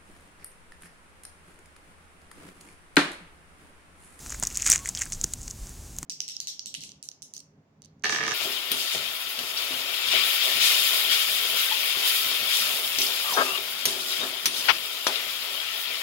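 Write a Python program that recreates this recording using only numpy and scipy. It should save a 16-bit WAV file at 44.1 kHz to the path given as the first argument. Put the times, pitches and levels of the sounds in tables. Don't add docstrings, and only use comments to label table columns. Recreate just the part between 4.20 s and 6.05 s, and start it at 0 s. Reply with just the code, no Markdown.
import sys
import numpy as np
from scipy import signal
from scipy.fft import rfft, irfft, next_fast_len
from scipy.io import wavfile
from scipy.ndimage import uniform_filter1d, map_coordinates

SR = 44100
rng = np.random.default_rng(int(sys.argv[2]) if len(sys.argv) > 2 else 0)


def dump(signal):
    limited = np.clip(np.atleast_2d(signal).T, -1, 1)
    pcm = np.round(limited * 32767).astype(np.int16)
    wavfile.write(sys.argv[1], SR, pcm)


def amplitude_ratio(level_db):
    exponent = np.asarray(level_db, float) / 20
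    return 10 ** exponent


N = 81585
PRESENCE_DB = 16


def unit(x):
    return x / np.sqrt(np.mean(x ** 2) + 1e-20)


def curve(rows):
    time_s, value = np.transpose(rows)
    return np.interp(np.arange(N) / SR, time_s, value)


def wobble(rate):
    knots = rng.standard_normal(int(N * rate / SR) + 4)
    return map_coordinates(knots, [np.arange(N) * rate / SR])


def filtered(x, response):
    size = next_fast_len(N + 8192)
    spectrum = rfft(x, size) * response(np.fft.rfftfreq(size, 1 / SR))
    return irfft(spectrum, size)[..., :N]


def noise(points, channels):
    pitch_hz, level_db = np.transpose(points)

    def colour(hz):
        return amplitude_ratio(np.interp(np.log(hz + 1), np.log(pitch_hz), level_db))

    return unit(filtered(rng.standard_normal((channels, N)), colour))


def peak(hz, centre_hz, width_hz):
    return 1j * hz * width_hz / (centre_hz ** 2 - hz ** 2 + 1j * hz * width_hz)


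def place(starts_s, rows):
    at = np.round(starts_s * SR).astype(int)[:, None] + np.arange(rows.shape[1])
    return np.bincount(at.ravel(), rows.ravel(), N + 4096)[:N]


def blips(table, tone, width, edge_db, tail_db, tail_s):
    start_s, level_db, pitch_hz, length_s = (c[:, None] for c in np.transpose(table))
    t, f = np.arange(1024) / SR, np.fft.rfftfreq(1024, 1 / SR)
    z = rng.standard_normal((len(table), 2, 1024))
    u = t / np.clip(length_s / 2.5, .00005, .002)
    rasp = irfft(rfft(z[:, 0]) * peak(f, pitch_hz, width * pitch_hz))
    rasp = rasp / rasp.std(axis=1, keepdims=True)
    ring = np.sin(2 * np.pi * pitch_hz * t)
    body = u * np.exp(1 - u) * (tone * ring + (1 - tone) * rasp)
    body = body / np.abs(body).max(axis=1, keepdims=True)
    tail = amplitude_ratio(tail_db - 60 * t / tail_s) * (1 - np.exp(-u)) * rasp
    edge = irfft(rfft(z[:, 1]) * peak(f, 6740, 34000))
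    edge = amplitude_ratio(edge_db - 60 * t / 0.0013) * edge
    return place(start_s[:, 0], amplitude_ratio(level_db) * (body + tail + edge))


def grains(count, mean_hz, spread, cycles, size_db):
    u, g = rng.random((count, 2)), rng.standard_normal((count, 1))
    hz = np.clip(mean_hz * np.exp(spread * g), 300, 15000)
    t = np.arange(256) / SR
    size = amplitude_ratio(-size_db * np.log(1 - u[:, 1:]))
    swell = (1 - np.exp(-t * hz)) * np.exp(-t * hz / cycles)
    return unit(place(u[:, 0] * N / SR, size * np.sin(2 * np.pi * hz * t) * swell))


def fire():
    # pitch_hz [Hz], level_db [dB per Hz]
    roar_colour = [(15, -48), (30, 5), (70, 0.5), (130, -6.5), (280, -14), (500, -26), (900, -30),
                   (2000, -89)]
    # pitch_hz [Hz], level_db [dB per Hz]
    sizzle_colour = [(300, 4), (1000, 5), (3500, -2.5), (6500, -5), (10000, -3.5), (16000, -7)]
    # time_s [s], level_db [dB]
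    sizzle_level = [(0, -52.5), (.5, -52), (1.0, -55), (1.85, -57)]
    roar = amplitude_ratio(-44 + 0.5 * wobble(12.67)) * noise(roar_colour, channels=1)[0]
    sizzle = amplitude_ratio(curve(sizzle_level) + 0.7 * wobble(15)) * noise(sizzle_colour, channels=1)[0]
    return roar + sizzle


def jolts():
    # start_s [s], level_db [dB], pitch_hz [Hz]
    thuds = [
        (0.23, -37, 166),
        (0.497, -35.5, 266),
        (0.952, -33, 27),
        (1.043, -30, 196),
        (1.413, -29.5, 41.1),
        (1.829, -41, 290),
    ]
    start_s, level_db, pitch_hz = (c[:, None] for c in np.transpose(thuds))
    t = np.arange(4000) / SR
    puff = rng.standard_normal((len(thuds), 4000))
    puff = uniform_filter1d(uniform_filter1d(puff, size=70), size=70)
    puff = amplitude_ratio(1) * unit(puff) * (pitch_hz > 100)
    u = t * pitch_hz / 1.6
    swell = np.e * 3 * u * np.exp(-3 * u)
    return place(start_s[:, 0], amplitude_ratio(level_db) * swell * (np.sin(2 * np.pi * pitch_hz * t) + puff))


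def squeak():
    start_s, long_s, pitch_hz, rise_hz, rise_s = .574, .08, 1110, 90, .01
    since = np.clip((np.arange(N) / SR - start_s) / long_s, 0, 1)
    hz = pitch_hz - rise_hz * np.exp(-since * long_s / rise_s)
    swell = np.sqrt(np.abs(np.sin(np.pi * since)))
    return amplitude_ratio(-51.5) * swell * np.sin(2 * np.pi * np.cumsum(hz) / SR)


def slaps():
    # start_s [s], level_db [dB], pitch_hz [Hz], fade_s [s to fall 60 dB]
    flaps = [
        (.0613, -30.5, 1310, 0.013),
        (.2257, -19.5, 1010, 0.022),
        (.2345, -24, 1090, 0.018),
        (.6888, -32, 1070, 0.0065),
        (.9205, -31, 1950, 0.041),
        (1.041, -33, 1730, 0.022),
        (1.1355, -34, 3280, 0.0066),
        (1.278, -35, 1490, 0.012),
        (1.7853, -31.5, 2980, 0.0072),
        (1.8287, -29.5, 1330, 0.02),
    ]
    start_s, level_db, pitch_hz, fade_s = (c[:, None] for c in np.transpose(flaps))
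    t, f = np.arange(2048) / SR, np.fft.rfftfreq(2048, 1 / SR)
    z = rng.standard_normal((len(flaps), 3, 2048))
    fade = amplitude_ratio(-60 * t / np.clip(fade_s, .002, .021))
    bits = amplitude_ratio(2.5 * unit(uniform_filter1d(z[:, 1], size=24)))
    rasp = irfft(rfft(z[:, 0] * bits * fade) * peak(f, pitch_hz, .9 * pitch_hz))
    rasp = rasp / np.abs(rasp).max(axis=1, keepdims=True)
    ring = np.sin(2 * np.pi * pitch_hz * t) * fade ** 2
    crack = amplitude_ratio(-30 - 60 * t / .003) * z[:, 2]
    rows = .3 * ring + .7 * rasp + crack
    rows = rows / np.abs(rows).max(axis=1, keepdims=True)
    return place(start_s[:, 0] + .0006, amplitude_ratio(level_db) * rows)


def pops():
    # start_s [s], level_db [dB], pitch_hz [Hz], length_s [s]
    pockets = [(.104, -35, 1110, 0.00072), (.1238, -29, 1610, 0.00058), (.146, -28.5, 1510, 0.00081),
               (.399, -33.5, 2730, 0.00077), (.4619, -29.5, 1440, 0.0015), (.4645, -29, 2070, 0.0017),
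               (.471, -20.5, 1770, 0.0005), (.4763, -22.5, 2100, 0.0017), (.4873, -28.5, 1400, 0.0037),
               (.4964, -21.5, 2050, 0.00036), (.5009, -29, 1880, 0.0014), (.5183, -19.5, 2000, 0.00097),
               (.5275, -22.5, 2550, 0.00077), (.5321, -16, 2260, 0.00035), (.5377, -27, 2300, 0.0011),
               (.5529, -24, 2070, 0.00086), (.5583, -20.5, 2000, 0.00062), (.6582, -26, 2000, 0.0017),
               (.6779, -33, 2100, .0016), (.7502, -38, 3030, 0.00096), (.7737, -33, 3170, 0.0018),
               (.7805, -40, 3240, 0.0028), (.8135, -33.5, 2040, 0.0033), (.8186, -24, 1930, .0014),
               (.8229, -27.5, 1960, 0.0013), (.863, -34.5, 1600, 0.001)]
    return blips(pockets, tone=.8, width=.15, edge_db=-45, tail_db=-18, tail_s=.022)


def pull():
    # start_s [s], hold_s [s]
    rips = [(.094, .06), (.227, .05), (.3, .03), (.345, .1), (.458, .101), (.575, .03), (.646, .055),
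            (.751, .055), (.81, .022), (.84, .035), (.921, .025), (1.0, .13), (1.17, .11), (1.298, .016)]
    rip_levels = [-42, -38.5, -42, -37, -27, -39.5, -41, -38, -32.5, -45.5, -35.5, -49.5, -46.5, -43.5]
    start_s, hold_s, level_db = (c[:, None] for c in np.vstack([np.transpose(rips), rip_levels]))
    t = np.arange(N) / SR - start_s
    fall_db = 60 * np.clip(t - hold_s, 0, 9) / .06
    rise = np.clip(t / .003, 0, 1)
    return np.sum(amplitude_ratio(level_db - fall_db) * rise, axis=0)


def crackle():
    force, count = pull(), 4000
    dry_ticks = grains(count, mean_hz=6900, spread=.22, cycles=1.1, size_db=3.5)
    wet_ticks = grains(count // 3, mean_hz=2140, spread=0.24, cycles=0.94, size_db=2.5)
    still_wet = np.arange(N) < .9 * SR
    soak = force.max() * (force / force.max()) ** 1.13 * amplitude_ratio(-11.5) * still_wet
    return force * amplitude_ratio(1.5 - PRESENCE_DB + 2.5 * wobble(90)) * dry_ticks + soak * wet_ticks


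def small_fibres():
    # start_s [s], level_db [dB], pitch_hz [Hz]
    fibres = [(0.0623, -25.3, 5790.0), (0.0694, -25.9, 7920.0), (0.0962, -21.3, 6800.0),
              (0.104, -20.4, 7190.0), (0.1201, -24.1, 6570.0), (0.1221, -19.6, 6330.0),
              (0.1238, -25.2, 6930.0), (0.1439, -24.7, 7130.0), (0.146, -26.1, 7340.0),
              (0.199, -12.3, 9260.0), (0.2263, -12, 6300), (0.229, -20.5, 7450.0), (0.2301, -25.2, 7190.0),
              (0.2371, -16.4, 7800.0), (0.2388, -22.5, 6570.0), (0.2518, -15.8, 5510.0),
              (0.2758, -25.5, 6590.0), (0.3023, -24.7, 6220.0), (0.3455, -24, 6900),
              (0.3559, -16.5, 5600.0), (0.3742, -20.3, 7690.0), (0.3756, -25.2, 7040.0),
              (0.3977, -22.0, 6420.0), (0.3993, -21.7, 6720.0), (0.4054, -24.7, 7060.0),
              (0.4198, -18.4, 7190.0), (0.4233, -23.3, 7130.0), (0.4268, -25.5, 6610.0),
              (0.4289, -22.4, 7470.0), (0.4514, -16.6, 7730.0), (0.4562, -18.0, 6650.0),
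              (0.4592, -13.0, 7880.0), (0.461, -19.9, 6400.0), (0.4672, -18.9, 6120.0),
              (0.4687, -23.3, 6720.0), (0.473, -15.2, 6500.0), (0.4763, -10.7, 8380.0),
              (0.4782, -15.3, 6290.0), (0.4794, -16.8, 6610.0), (0.4824, -19.7, 7750.0),
              (0.4896, -20.0, 6720.0), (0.4945, -22.0, 7060.0), (0.4969, -20.2, 7320.0),
              (0.4981, -19.3, 6420.0), (0.5038, -14.0, 7260.0), (0.5058, -16.8, 6240.0),
              (0.5078, -15.1, 6870.0), (0.5103, -14.1, 5990.0), (0.5211, -22.0, 6630.0),
              (0.5246, -20.7, 6500.0), (0.5295, -16.3, 6270.0), (0.5313, -20.1, 6650.0)]
    # start_s [s], level_db [dB], pitch_hz [Hz]
    tugs = [(0.5329, -14.8, 7320.0), (0.5448, -19.2, 6570.0), (0.5498, -18.6, 7490.0),
            (0.5531, -15.4, 7210.0), (0.5914, -21.9, 6800.0), (0.651, -26.7, 7300.0),
            (0.6578, -17.3, 7040.0), (0.6628, -23.1, 7000.0), (0.674, -15, 8400), (0.6917, -19.3, 7260.0),
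            (0.693, -24.3, 7710.0), (0.6975, -23.8, 6870.0), (0.7503, -14, 5200), (0.7507, -16.5, 6850.0),
            (0.755, -22.7, 7280.0), (0.7632, -26.0, 6870.0), (0.7738, -14.6, 5230.0),
            (0.7931, -15.4, 9240.0), (0.7995, -24.4, 7060.0), (0.8112, -19.6, 6980.0),
            (0.8132, -17.4, 6800.0), (0.8206, -19.0, 5430.0), (0.823, -18.8, 6780.0),
            (0.825, -20.2, 6420.0), (0.8297, -24.4, 6570.0), (0.8559, -19.6, 9410.0), (0.9013, -27, 6910),
            (0.9223, -13.9, 7860.0), (0.9251, -21.1, 6930.0), (0.9289, -21.8, 8030.0),
            (0.9317, -24.3, 6680.0), (0.934, -25.5, 7470.0), (0.9368, -26.5, 6800.0), (1.0387, -12, 10400),
            (1.0433, -16, 9540), (1.045, -23.1, 6720.0), (1.1363, -12, 10000), (1.1365, -16, 4300),
            (1.139, -19, 7880), (1.2168, -27, 7200), (1.2309, -25.1, 7670.0), (1.2792, -22.0, 7260.0),
            (1.3001, -25, 6610), (1.306, -21.3, 6240.0), (1.3098, -19.5, 6440.0), (1.3114, -21.4, 5680.0),
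            (1.4704, -28, 6330), (1.4935, -26, 7470), (1.7652, -25.7, 7620.0), (1.7861, -12, 11000),
            (1.8297, -16.0, 6980.0)]
    small = [(*row, 0.00028) for row in fibres + tugs]
    pings = blips(small, tone=1, width=0.34, edge_db=-5.5, tail_db=-22.5, tail_s=0.011)
    return pings * amplitude_ratio(3.0 - PRESENCE_DB)


def snaps():
    # start_s [s], level_db [dB], pitch_hz [Hz], length_s [s]
    strong = [(0.2275, -18, 6860, 0.00028), (0.2353, -7.5, 7500, 0.00025), (0.2701, -10, 7900, 0.00032),
              (0.272, -11, 6520.0, 0.00052), (0.3725, -6.5, 6800.0, 0.00035), (0.422, -9.5, 7140, 0.00036),
              (0.4625, -11, 7100, 0.00034), (0.4647, -5.5, 6600, 0.00016), (0.4749, -4, 7210.0, 0.00016),
              (0.4837, -16, 6780.0, 0.00082), (0.5007, 6, 8940, 0.00027), (0.502, -14, 7660, 0.00034),
              (0.5127, -7.5, 6070, 0.00069), (0.5179, 0.5, 5910, 0.0011), (0.5263, -6, 6630.0, 0.00028),
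              (0.5278, -5.5, 7100, 0.00058), (0.5356, -7, 6950, 0.00045), (0.5374, -7, 7200, 0.00014),
              (0.5429, -24, 7400, 0.00028), (0.5476, -15, 7300, 0.0003), (0.5583, -16.5, 7000, 0.00096),
              (0.5594, -8.5, 6660, 0.00058), (0.6898, -7.1, 8200, 0.00042), (0.8162, -17.5, 6640, 0.00034),
              (0.8186, -12, 6850, 0.00081), (1.0133, -13, 6900, 0.00038), (1.0388, -17.5, 6930.0, 0.0005),
              (1.0417, -6, 6610.0, 0.00035), (1.1366, -18.5, 7250, 0.0012), (1.7862, -12.5, 6500, 0.00033)]
    cracks = blips(strong, tone=0.88, width=0.9, edge_db=-1, tail_db=-16.5, tail_s=0.024)
    return cracks * amplitude_ratio(2.0 - PRESENCE_DB)


def scene():
    hands = jolts() + squeak()
    skin = slaps() + pops() + crackle() + small_fibres() + snaps()
    return np.tile(fire() + hands + skin, (2, 1))


def roll_off(x):
    return signal.sosfilt(signal.butter(12, 16500, fs=SR, output="sos"), x)


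def record(dry):
    # pitch_hz [Hz], level_db [dB per Hz]
    hiss_colour = [(25, -4), (180, 2.5), (700, 4), (2500, -1.5), (6000, 0.5), (16000, 0)]
    x = filtered(dry, lambda hz: 1 + (amplitude_ratio(PRESENCE_DB) - 1) * peak(hz, 6800, 1960))
    swell = np.sqrt(np.abs(uniform_filter1d(x[0] ** 2, size=900)))
    hiss_level = amplitude_ratio(-62) + amplitude_ratio(-27.5) * swell
    x = x + hiss_level * noise(hiss_colour, channels=2)
    x = filtered(x, lambda hz: hz < 15950)
    return roll_off(np.clip(x, -1, 1))


dry = scene()
out = record(dry)
dump(out)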